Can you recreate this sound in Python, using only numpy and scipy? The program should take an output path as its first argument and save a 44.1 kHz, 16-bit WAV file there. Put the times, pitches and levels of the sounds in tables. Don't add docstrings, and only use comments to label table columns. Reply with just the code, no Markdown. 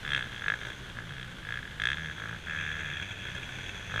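import sys
import numpy as np
from scipy import signal
from scipy.fft import rfft, irfft, next_fast_len
from scipy.io import wavfile
from scipy.ndimage import uniform_filter1d

SR = 44100
rng = np.random.default_rng(int(sys.argv[2]) if len(sys.argv) > 2 else 0)


def store_wav(level_fs):
    pcm = np.round(np.clip(np.atleast_2d(level_fs), -1, 1) * 32767)
    wavfile.write(sys.argv[1], SR, pcm.T.astype(np.int16))


N = 176400

# frequency in Hz, relative level in dB.
WIND_TONE = [(15, -1), (25, -0.5), (55, 0.5), (110, -8.5), (180, -5.5), (260, -11), (480, -14.5),
             (750, -17), (1100, -17.5), (1650, -11), (2400, -19), (3300, -13.5), (4300, -25), (5400, -30),
             (6300, -30), (7500, -32.5), (10000, -36), (15000, -46)]

# time in seconds, firings per second.
CRUISER_FIRING_RATE = [(0, 65), (.5, 58), (.75, 66), (.9, 56), (1.3, 57.5), (1.8, 60), (2.0, 78.5),
                       (2.35, 80), (2.7, 77.5), (3.1, 62), (3.6, 63.5), (4, 58.5)]
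RACER_FIRING_RATE = [(0, 88.5), (2.4, 77.5), (2.7, 98.5), (2.9, 85), (3.12, 100), (3.4, 86), (3.65, 94.5),
                     (4, 106.5)]
# time in seconds, level in dB.
CRUISER_LOUDNESS = [(0, -45), (.35, -47.5), (.68, -42.5), (.85, -52), (1.2, -51), (1.4, -49), (1.75, -52.5),
                    (2.05, -47.5), (2.25, -46.5), (2.42, -51), (3, -46.5), (4, -47.5)]
RACER_LOUDNESS = [(0, -67.5), (1.75, -88), (2.02, -60), (2.42, -53), (2.6, -41), (2.85, -43), (3.05, -43),
                  (3.3, -43.5), (3.499, -47.5), (3.648, -44), (3.851, -47), (4, -44)]
# frequency in Hz, relative level in dB.
CRUISER_TONE = [(180, -39.5), (300, -10), (347, -3), (382, -9.5), (414, -3), (494, -9), (544, -6),
                (762, -14.5), (853, -7), (1250, -10.5), (1500, 6.5), (1850, -9.5), (2100, -2), (3040, -16),
                (3290, 2.5), (4770, -37), (6170, -20), (7600, -27.5), (14000, -41)]
RACER_TONE = [(180, -42.5), (300, -13.5), (320, -12), (414, -19.5), (441, -11.5), (571, -10.5),
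              (787, -13.5), (853, -21.5), (925, -15), (1250, -19.5), (1650, 1.5), (1730, 6), (1910, -8),
              (2590, 4.5), (2990, -17), (3350, 6), (4330, -45), (5510, -28.5), (6170, -14.5), (7600, -30),
              (14000, -53)]
# time in seconds, level in dB.
SIZZLE_LOUDNESS = [(0, -75), (.4, -64), (.75, -63.5), (1.0, -72), (1.75, -75), (2.0, -61), (2.4, -67),
                   (2.75, -61), (3.1, -66), (3.45, -66), (3.65, -61), (4, -61)]

# start, turning point and end in seconds;
# rough firings per second at start, halfway and end; relative crack level in dB at start, turning point
# and end; treble boost in dB, body (low tone) boost in dB, relative thump level in dB.
THROTTLE_BURSTS = [ (.0508, .155, .261, 73.9, 67.2, 53.6, -30, -21, -32, 7, 0, -40),
                   (0.2796, .357, 0.44, 62, 60, 74, -39.5, -33.5, -36.5, 6.5, -2, -49),
                   (.422, .498, .540, 47.6, 51.5, 53.5, -27, -14, -21, -4, 0, -42),
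                   (.615, .690, 0.72, 52, 54., 60., -32, -34, -33.5, 3.5, 6, -46),
                   (0.756, 0.907, .935, 66., 60., 55., -55, -41, -54, 9.5, 4, -46.5),
                   (0.954, .985, 1.115, 61.7, 59, 54, -42, -29, -57, -29, 6, -40),
                   (1.0939, 1.23, 1.345, 67, 61.3, 56, -41, -37.5, -51, 8.5, 2, -40.5),
                   (1.431, 1.517, 1.59, 47.9, 58, 61.4, -35.5, -24.5, -27.5, -4, -4.5, -41),
                   (1.6297, 1.702, 1.84, 40.8, 49.7, 53, -27.5, -35.5, -36, -10, -11, -44),
                   (1.7998, 1.860, 1.945, 51.9, 63.1, 78.4, -24, -17, -25, 6, -4, -40),
                   (1.9603, 1.972, 2.113, 83.1, 77., 71.2, -47, -27, -28, -2.5, -16, -40.5),
                   (2.1828, 2.278, 2.365, 51.4, 54, 57.3, -32, -30, -38.5, -33, 9.5, -38),
                   (2.4717, 2.61, 3, 77.2, 77, 69, -27, -25, -30, -7, -6.5, -43),
                   (3.1686, 3.247, 3.8, 59, 69, 59.4, -74, -35.5, -51, 5.5, -13, -47),
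                   (3.8995, 3.942, 3.996, 49, 57, 71, -41, -31, -27, 5, 14.5, -37)]
# frequency in Hz, relative level in dB.
CRACK_TONE = [(150, -49.5), (250, -33.5), (375, -37.5), (458, -18), (786, -25), (995, -24), (1370, -6.5),
              (1490, -11), (1680, 3.5), (1920, -11.5), (2120, -7.5), (2310, -19), (2600, -11.5),
              (2970, -28), (3230, -9), (3460, -10.5), (4380, -37), (5180, -40), (6340, -30.5), (7380, -43),
              (8880, -35.5), (10300, -55), (14000, -92)]
# frequency in Hz, relative level in dB.
THUMP_TONE = [(25, -12), (50, -11.5), (78, -1.5), (120, 2), (160, 1), (200, -12.5), (260, -20.5),
              (600, -57.5)]


def undb(db):
    return 10 ** (np.asarray(db) / 20)


def unit(x):
    return x / np.sqrt(np.mean(x ** 2))


def curve(rows):
    return np.interp(np.arange(N) / SR, *np.array(rows).T)


def wander(turns_per_s):
    hold = int(SR / turns_per_s)
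    steps = np.repeat(rng.standard_normal(N // hold + 1), hold)
    return unit(uniform_filter1d(steps, hold)[:N])


def colour(x, tone, size=4096):
    hz, db = np.array(tone).T
    freqs = np.maximum(np.fft.rfftfreq(size, 1 / SR), 1)
    gains = undb(np.interp(np.log(freqs), np.log(hz), db))
    cepstrum = irfft(np.log(gains))
    cepstrum[1:size // 2] *= 2
    cepstrum[size // 2 + 1:] = 0
    ring = irfft(np.exp(rfft(cepstrum)))
    return signal.fftconvolve(x, ring / np.linalg.norm(ring))[:N]


def band(x, hz, width_hz):
    low = np.hypot(hz, width_hz / 2) - width_hz / 2
    sos = signal.butter(2, [low, low + width_hz], "bandpass", fs=SR, output="sos")
    return signal.sosfilt(sos, x) * np.sqrt(SR / 2 / width_hz)


def split(x, hz, kind):
    return signal.sosfiltfilt(signal.butter(3, hz, kind, fs=SR, output="sos"), x)


def clicks(times, sizes):
    train = np.zeros(N)
    at = np.round(times * SR).astype(int)
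    inside = (at >= 0) & (at < N)
    np.add.at(train, at[inside], sizes[inside])
    return train


def puffs(train, decay_s):
    fade = np.exp(-2 / (decay_s * SR))
    power = signal.lfilter([1 - fade], [1, -fade], train ** 2 + 1e-18)
    return np.sqrt(power) * rng.standard_normal(N)


def wind(rush_db=-46.5, gust_db=1, buffet_db=-55.5, buffet_swing_db=2.2):
    rush = unit(colour(rng.standard_normal(N), WIND_TONE))
    rush *= undb(rush_db + gust_db * wander(turns_per_s=3.017))
    buffet = unit(band(rng.standard_normal(N), hz=54.3, width_hz=120))
    buffet *= undb(buffet_db + buffet_swing_db * wander(turns_per_s=6))
    return rush + buffet


def tree_echo(x, level_db=-23, fade_s=0.82, build_s=0.015):
    t = np.arange(SR) / SR
    tail = rng.standard_normal(SR) * undb(-60 * t / fade_s) * (1 - np.exp(-t / build_s))
    return undb(level_db) * signal.fftconvolve(x, tail / np.linalg.norm(tail))[:N]


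def firing_times(rate):
    turns = np.cumsum(curve(rate)) / SR
    return np.flatnonzero(np.diff(np.floor(turns))) / SR


def far_bike(rate, loudness, tone, thump_db, jitter_s=0.0002, scatter_db=3, puff_db=7.5):
    times = firing_times(rate)
    time_luck, size_luck = rng.standard_normal((2, len(times)))
    train = clicks(times + jitter_s * time_luck, undb(scatter_db * size_luck))
    gas = undb(puff_db) * puffs(train, decay_s=0.0078)
    rasp = unit(colour(train + gas, tone))
    hum = undb(thump_db) * unit(colour(train, THUMP_TONE))
    return (rasp + hum) * undb(curve(loudness))


def racer_sizzle():
    times = firing_times(RACER_FIRING_RATE)
    gas = puffs(clicks(times, np.ones(len(times))), decay_s=0.006)
    return unit(band(gas, hz=6280, width_hz=710)) * undb(curve(SIZZLE_LOUDNESS))


def case_ring(x, hz=1585, width_hz=187, boost_db=3):
    ring = signal.lfilter(*signal.iirpeak(hz, hz / width_hz, fs=SR), x)
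    return x + (undb(boost_db) - 1) * ring


def steepen(x, lead_s=0.00421, corner_hz=1076):
    size = next_fast_len(N + 4096)
    freqs = np.fft.rfftfreq(size, 1 / SR)
    lead_cycles = lead_s * corner_hz * (1 - np.exp(-freqs / corner_hz))
    return irfft(rfft(x, size) * np.exp(2j * np.pi * lead_cycles), size)[:N]


def throttle_firings(edge_db_per_db=0.63):
    rows = []
    for burst in THROTTLE_BURSTS:
        start, turn, end = burst[:3]
        rates, levels = burst[3:6], burst[6:9]
        treble_db, body_db, thump_db = burst[9:]
        times = [start]
        while times[-1] < end - 0.5 / rates[-1]:
            rate = np.interp(times[-1], [start, (start + end) / 2, end], rates)
            times.append(times[-1] + 1 / rate)
        for t in np.interp(times, [start, times[-1]], [start, end]):
            crack_db = np.interp(t, [start, turn, end], levels)
            dulling_db = edge_db_per_db * (crack_db - max(levels))
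            rows.append((t, crack_db, treble_db + dulling_db, body_db, thump_db))
    return np.array(rows).T


def near_bikes():
    crack_gain_db, thump_gain_db, puff_db = 16.5, 22.5, -2.5
    jitter_s, scatter_db, treble_scatter_db = 0.00008, 1.2, 1.5
    body_top_hz, treble_from_hz, edge_top_hz = 1340, 2420, 4950
    times, crack_db, treble_db, body_db, thump_db = throttle_firings()
    time_luck, size_luck, treble_luck = rng.standard_normal((3, len(times)))
    times = times + jitter_s * time_luck
    sizes = undb(crack_db + crack_gain_db + scatter_db * size_luck)
    body = split(clicks(times, sizes * undb(body_db)), body_top_hz, "low")
    bark = body + split(clicks(times, sizes), body_top_hz, "high")
    edge = clicks(times, sizes * undb(treble_db + treble_scatter_db * treble_luck))
    gas = undb(puff_db) * puffs(edge, decay_s=0.0033)
    rough_edge = split(edge, edge_top_hz, "low") + gas
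    crack = split(bark, treble_from_hz, "low") + split(rough_edge, treble_from_hz, "high")
    crack = colour(case_ring(crack), CRACK_TONE)
    thump = colour(clicks(times, undb(thump_db + thump_gain_db)), THUMP_TONE)
    return steepen(crack) + thump


def scene():
    cruiser = far_bike(CRUISER_FIRING_RATE, CRUISER_LOUDNESS, CRUISER_TONE, thump_db=-6)
    racer = far_bike(RACER_FIRING_RATE, RACER_LOUDNESS, RACER_TONE, thump_db=-5.5)
    bikes = cruiser + racer + racer_sizzle() + near_bikes()
    return (wind() + tree_echo(bikes) + bikes)[None]


def record(dry):
    bottom_hz, top_hz = 8, 15150
    rumble_cut = signal.butter(1, bottom_hz, "high", fs=SR, output="sos")
    treble_cut = signal.ellip(10, 0.2, 70, top_hz, fs=SR, output="sos")
    return signal.sosfilt(treble_cut, signal.sosfilt(rumble_cut, dry))


dry = scene()
out = record(dry)
store_wav(out)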